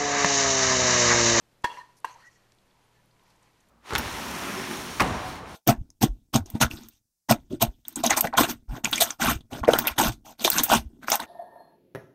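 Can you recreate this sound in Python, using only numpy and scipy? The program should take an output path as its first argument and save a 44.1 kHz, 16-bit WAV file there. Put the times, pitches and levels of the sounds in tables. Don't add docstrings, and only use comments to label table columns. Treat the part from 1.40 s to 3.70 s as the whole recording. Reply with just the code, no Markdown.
import sys
import numpy as np
from scipy import signal
from scipy.fft import rfft, irfft, next_fast_len
from scipy.io import wavfile
from scipy.ndimage import map_coordinates

SR = 44100
rng = np.random.default_rng(int(sys.argv[2]) if len(sys.argv) > 2 else 0)


def invert_db(x):
    u = np.asarray(x, float) / 20
    return 10 ** u


def persist_wave(psi):
    counts = np.round(np.clip(psi, -1, 1) * 32767).astype(np.int16)
    wavfile.write(sys.argv[1], SR, np.atleast_2d(counts).T)


N = 101429


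def unit(x):
    return x / np.sqrt(np.mean(x ** 2) + 1e-20)


def along(points, hz):
    f, value = np.transpose(points)
    return np.interp(np.log(hz + 1), np.log(f + 1), value)


def filtered(x, response):
    size = next_fast_len(len(x) + 8192)
    spectrum = rfft(x, size) * response(np.fft.rfftfreq(size, 1 / SR))
    return irfft(spectrum, size)[:len(x)]


def peak(f, hz, width_hz):
    return 1j * f * width_hz / (hz * hz - f * f + 1j * f * width_hz)


def wobble(rate):
    places = np.arange(N) * rate / SR
    return map_coordinates(rng.standard_normal(int(N * rate / SR) + 4), [places])


def add(track, s, sound):
    part = track[round(s * SR):][:len(sound)]
    part += sound[:len(part)]


def air():
    # f/Hz, level per Hz/dB
    hiss_colour = [(15, -5.5), (60, -14), (200, -14), (400, -13.5), (1000, -19.5), (4000, -26.5),
                   (9000, -32.5), (14900, -36.5)]
    # f/Hz, level/dB, width/Hz
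    hum_lines = [(118.4, -74.5, 4), (156, -81, 6), (196, -81, 8), (59.2, -83, 5), (3060, -88, 60)]
    hiss_db, patchy_db, fuzz_share = -67.5, -0.16, .4
    t = np.arange(N) / SR
    hiss = unit(filtered(rng.standard_normal(N), lambda f: invert_db(along(hiss_colour, f))))
    out = invert_db(hiss_db + patchy_db * wobble(6.2)) * hiss
    for hz, db, width in hum_lines:
        fuzz = unit(filtered(rng.standard_normal(N), lambda f: peak(f, hz, width)))
        steady = (hz < 300) * np.sqrt(2) * np.sin(2 * np.pi * hz * t)
        out += invert_db(db) * (fuzz_share * fuzz + steady)
    return out


def drag():
    # t/s, pressure/dB, rasp over ring/dB
    strokes = [(.2, -89.5, -2), (.24, -93, 19), (0.259, -53, 10), (.36, -62, 8), (0.408, -62, 9),
               (.47, -68, 0.5), (0.622, -81.5, -4), (.66, -63, 11), (.76, -65, 4), (.86, -75, 11),
               (.96, -82, 13), (1.15, -82.5, 5.5), (1.4, -71.5, -2.5), (1.6, -76, 4), (1.68, -86.5, 4),
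               (1.8, -69.5, -1), (2.07, -71.5, 1), (2.15, -79.5, 4.5)]
    # f/Hz, width/Hz, level/dB
    resonances = [(842, 69, -5.5), (973, 33.4, 3.5), (1058, 84, -6), (1645, 70, -14), (1864, 380, -19),
                  (2760, 580, -14), (3295, 180, -23.5), (4060, 38, -13), (4430, 89, -19.5), (5800, 81, -16),
                  (6320, 170, -33), (8850, 160, -40.5), (9800, 720, -43), (11200, 360, -27)]
    # f/Hz, level/dB
    grit = [(200, -27), (600, -18), (1500, -15), (3000, -25), (4500, -23.5), (6500, -26.5), (10000, -33.5),
            (14500, -55.5)]
    slips_per_s, slip_spread_db = 3000, 2
    smooth_share = 1.5
    bright_hz, uneven_db = 1300, 2
    s, db, rasp_db = np.transpose(strokes)
    t = np.arange(N) / SR

    happens = rng.random(N) < slips_per_s / SR
    slips = happens * invert_db(slip_spread_db * rng.exponential(size=N)) * rng.standard_normal(N)
    force = unit(slips) + smooth_share * rng.standard_normal(N)

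    def pan(f, bright):
        return sum((-1) ** k * invert_db(level) * peak(f, hz, width)
                   for k, (hz, width, level) in enumerate(resonances) if (hz > bright_hz) == bright)

    body = filtered(force, lambda f: pan(f, False))
    rasp = filtered(force, lambda f: pan(f, True) + invert_db(along(grit, f)))
    rasp = rasp * invert_db(np.interp(t, s, rasp_db) + 1.2 * uneven_db * wobble(19.97))
    rubbing = body * invert_db(uneven_db * wobble(45.2)) + rasp
    return invert_db(np.interp(t, s, db)) * rubbing / np.std(body)


def ticks():
    # t/s, peak level/dB, f/Hz, length/cycles
    clicks = [(0.222, -49, 7500, 5.1), (.5585, -53, 7500, 2.8), (.6033, -42, 8400, 2.7),
              (1.12, -29, 5000, 0.4), (1.15, -51, 10900, 2.5), (1.188, -36, 3520, 0.53),
              (1.302, -49, 3500, .8), (1.308, -51, 4600, 3.7), (1.66, -49.5, 10740, 2.9),
              (1.71, -58, 4270, 12), (1.766, -52, 2200, 1.6), (1.796, -47, 3000, 1.3),
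              (1.838, -51, 11000, 2.7), (1.866, -52, 2020, 2.8), (1.879, -52, 10000, 2.5),
              (1.901, -47, 10000, 1.5), (1.905, -47.5, 4300, 1.9), (1.939, -60, 10000, 2.5),
              (1.96, -52, 8500, 2.8), (2.028, -48.5, 8800, 3), (2.032, -37, 6000, 0.73),
              (2.08, -54, 2120, 2.1), (2.206, -48, 8400, 4.2), (2.211, -54, 10000, 3.4),
              (2.288, -50, 9700, 3.8), (2.294, -52, 9770, 4)]
    spread_s, scatter, trim_db = .007, .3, -6.5
    out, t = np.zeros(N), np.arange(400) / SR
    for (s, db, hz, cycles), draw in zip(clicks, rng.random((len(clicks), 3, 2))):
        for k, (late, tone) in enumerate(draw):
            follower = k > 0
            pitch = hz * (1 + scatter * (2 * tone - 1) * follower)
            fade = np.exp(-t * pitch / cycles) * (1 - np.exp(-t * pitch * 2))
            snap = np.sin(2 * np.pi * pitch * t) * fade
            add(out, s + spread_s * (late - .3) * follower, invert_db(db + trim_db) * snap)
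    return out


def ring(modes, t):
    middle_hz, middle_late_s = 1200, .0025
    loose_hz = 1900
    total = 0
    for (hz, db, t60), start in zip(modes, rng.random(len(modes))):
        turns = hz * (t - middle_late_s * (hz > middle_hz)) + start * (hz > loose_hz)
        total = total + invert_db(db - 60 * np.maximum(t, 0) / t60) * np.cos(2 * np.pi * turns)
    return total / 2


def crack(t, db):
    # f/Hz, level/dB
    crack_colour = [(300, 12.5), (1500, 7), (4000, -4), (8000, -12), (14000, -37.5)]
    crack_t60 = 0.056
    noise = filtered(rng.standard_normal(len(t)), lambda f: invert_db(along(crack_colour, f)))
    return unit(noise) * invert_db(db - 60 * np.maximum(t, 0) / crack_t60)


def knocks():
    # t/s, peak level/dB, build-up/s, crack level/dB
    blows = [
        (.2455, -13, .0034, -23),
        (0.6475, -20.5, 0.002433, -35),
    ]
    # f/Hz, level/dB, t60/s
    rim = [(863, -10, .25), (962, 0, .3), (1060, -11.5, .2), (1670, -8, .16), (1830, -5.5, .13),
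           (3335, -15, .11), (2735, -17.5, .1), (430, -30, .03), (1300, -24, .07), (1756, -16, .06),
           (2175, -21, .06), (4400, -24, .05), (4054, -28, .05), (8000, -32, .025)]
    # f/Hz, level/dB, t60/s
    floor = [(464, -12.5, 0.035), (900, -9, 0.16), (949, 2, 0.045), (1046, -0.5, 0.032),
             (1609, -4.5, 0.027), (1912, -14, 0.064), (2250, -26, 0.056), (2766, -12, 0.053),
             (3220, -23.5, 0.072), (4680, -37, 0.094), (5900, -22.5, 0.045), (6940, -28, 0.039),
             (8300, -26, 0.084), (11660, -30.5, 0.033)]
    # t/s, ring level/dB, crack level/dB
    taps = [
        (.2383, -41, -41),
        (.2735, -46, -52),
        (.291, -46, -50),
        (.327, -47, -52),
        (.372, -48, -48),
        (.68, -50, -52),
    ]
    grip_s, grip_t60 = .013, .029
    pan_low_hz = 307
    out = np.zeros(N)
    for (s, db, build, crack_db), modes in zip(blows, (rim, floor)):
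        t = np.arange(SR // 3) / SR - build
        rise = np.clip(1 + t / build, 0, 1) ** 0.18
        grip = invert_db(-60 * np.maximum(t - grip_s, 0) / grip_t60)
        add(out, s - build, rise * (invert_db(db) * ring(modes, t) * grip + crack(t, crack_db)))
    t = np.arange(SR // 6) / SR
    for (s, db, crack_db), tone in zip(taps, rng.normal(0, 3, (len(taps), len(rim)))):
        modes = [(hz, level + change, t60) for (hz, level, t60), change in zip(rim, tone)]
        add(out, s, (invert_db(db) * ring(modes, t) + crack(t, crack_db)) * (1 - np.exp(-t / 0.00022)))
    return filtered(out, lambda f: (1j * f / (pan_low_hz + 1j * f)) ** 3)


def squeaks():
    # t/s, length/s,
    # f/Hz, level/dB, width/Hz
    swells = [(.272, .018, 940, -41, 60), (.272, .007, 1800, -42, 90), (.299, .014, 985, -37, 60),
              (.315, .006, 960, -46, 60), (.323, .009, 985, -43, 60), (.334, .008, 900, -48, 60),
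              (.35, .008, 900, -48, 60), (.3705, .03, 985, -37.5, 30), (.37, .012, 1850, -49, 300),
              (.398, .028, 1812, -44, 30), (.396, .012, 1000, -45, 60), (.41, .011, 970, -45, 60),
              (.428, .028, 975, -53, 60), (.654, .011, 975, -39, 60), (.674, .01, 1600, -50, 90),
              (.679, .016, 975, -45, 60), (.701, .017, 975, -45, 60), (.726, .018, 975, -53, 60),
              (.752, .016, 950, -49, 90), (.955, .028, 1928, -65, 30)]
    # t/s, length/s, f/Hz, level/dB, width/Hz
    chirps = [(.29, .05, 3340, -52, 110), (.29, .04, 2750, -51, 150), (.33, .09, 2800, -58, 250),
              (.262, .022, 4430, -52, 150), (.372, .022, 5640, -60, 150), (.38, .04, 4150, -60, 120),
              (.565, .032, 5400, -66, 2000), (.566, .03, 9600, -71, 900), (.565, .035, 9000, -68, 9000),
              (.2435, .014, 11000, -48, 7000), (.645, .012, 10500, -49, 8000), (.27, .16, 480, -58, 500),
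              (.66, .06, 4100, -62, 150), (.675, .015, 2750, -56, 150), (.708, .016, 6100, -59, 900),
              (.726, .01, 6400, -59, 600), (.738, .013, 6200, -60, 900), (.73, .07, 720, -62, 350),
              (.78, .04, 1150, -62, 300), (.815, .06, 1500, -62, 500), (.8, .04, 4500, -69, 900),
              (.845, .05, 6000, -65, 1800), (.868, .012, 6000, -64, 5000), (.9, .09, 6200, -70, 2000),
              (1.38, .2, 3200, -80, 400), (1.435, .025, 10000, -76, 1500), (1.545, .075, 1750, -72, 30),
              (1.84, .12, 5000, -75, 2500), (2.05, .05, 2300, -76, 900)]
    trim_db, pure_share = -1.6, 2.5
    rise, fall = 0.12, 0.35
    out, events = np.zeros(N), swells + chirps
    for (s, length, hz, db, width), noise in zip(events, rng.standard_normal((len(events), 12000))):
        t = np.arange(round(length * SR)) / SR
        tone = unit(filtered(noise, lambda f: peak(f, hz, width) ** 2)[-len(t):])
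        tone = tone + pure_share * (width < 100) * np.sin(2 * np.pi * hz * t)
        shape = np.clip(np.minimum(t / (rise * length), (length - t) / (fall * length)), 0, 1)
        add(out, s, invert_db(db + trim_db) * unit(tone) * shape)
    return out


def thud():
    # t/s, level/dB, width/s
    pushes = [
        (0.244, -23.5, 0.00066),
        (0.646, -44.5, 0.00046),
    ]
    t = np.arange(N) / SR
    return sum(invert_db(db) * np.exp(-((t - s) / width) ** 2) for s, db, width in pushes)


def squeal():
    # t/s, f/Hz, level/dB
    path = [
        (.824, 1800, -76),
        (.834, 1860, -58),
        (.848, 1950, -60),
        (.857, 1880, -54),
        (.864, 1910, -59),
        (.874, 1925, -52),
        (.893, 1915, -58),
        (.899, 1920, -68),
        (.93, 1925, -80),
    ]
    waver_hz, waver_db = 45, 2
    s, hz, db = np.transpose(path)
    t = np.arange(N) / SR
    turns = np.cumsum(np.interp(t, s, hz) + waver_hz * wobble(160)) / SR
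    level = invert_db(np.interp(t, s, db, -150, -150) + waver_db * wobble(160))
    return np.sqrt(2) * level * np.sin(2 * np.pi * turns)


def kitchen(x):
    # f/Hz, t60/s
    echo_times = [(150, 0.74), (1000, 0.41), (4000, 0.44), (12000, 0.28)]
    room_db, gap_s = -17, 0.0067
    hz, t, z = signal.stft(rng.standard_normal(SR // 2), SR, nperseg=256)
    fade = invert_db(-60 * t / along(echo_times, hz)[:, None])
    tail = signal.istft(z * fade, SR, nperseg=256)[1]
    delayed = np.pad(x, (round(gap_s * SR), 0))
    return invert_db(room_db) * signal.fftconvolve(delayed, tail / np.linalg.norm(tail))[:N]


def scene():
    near = drag() + ticks() + knocks() + squeaks() + squeal()
    return (near + kitchen(near) + thud() + air())[None]


def roll_off(x):
    return signal.sosfilt(signal.butter(12, 14990, fs=SR, output="sos"), x)


def record(dry):
    top_hz = 14780
    limited = filtered(dry[0], lambda f: 1 / (1 + (f / top_hz) ** 120))
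    return roll_off(limited[None])


dry = scene()
out = record(dry)
persist_wave(out)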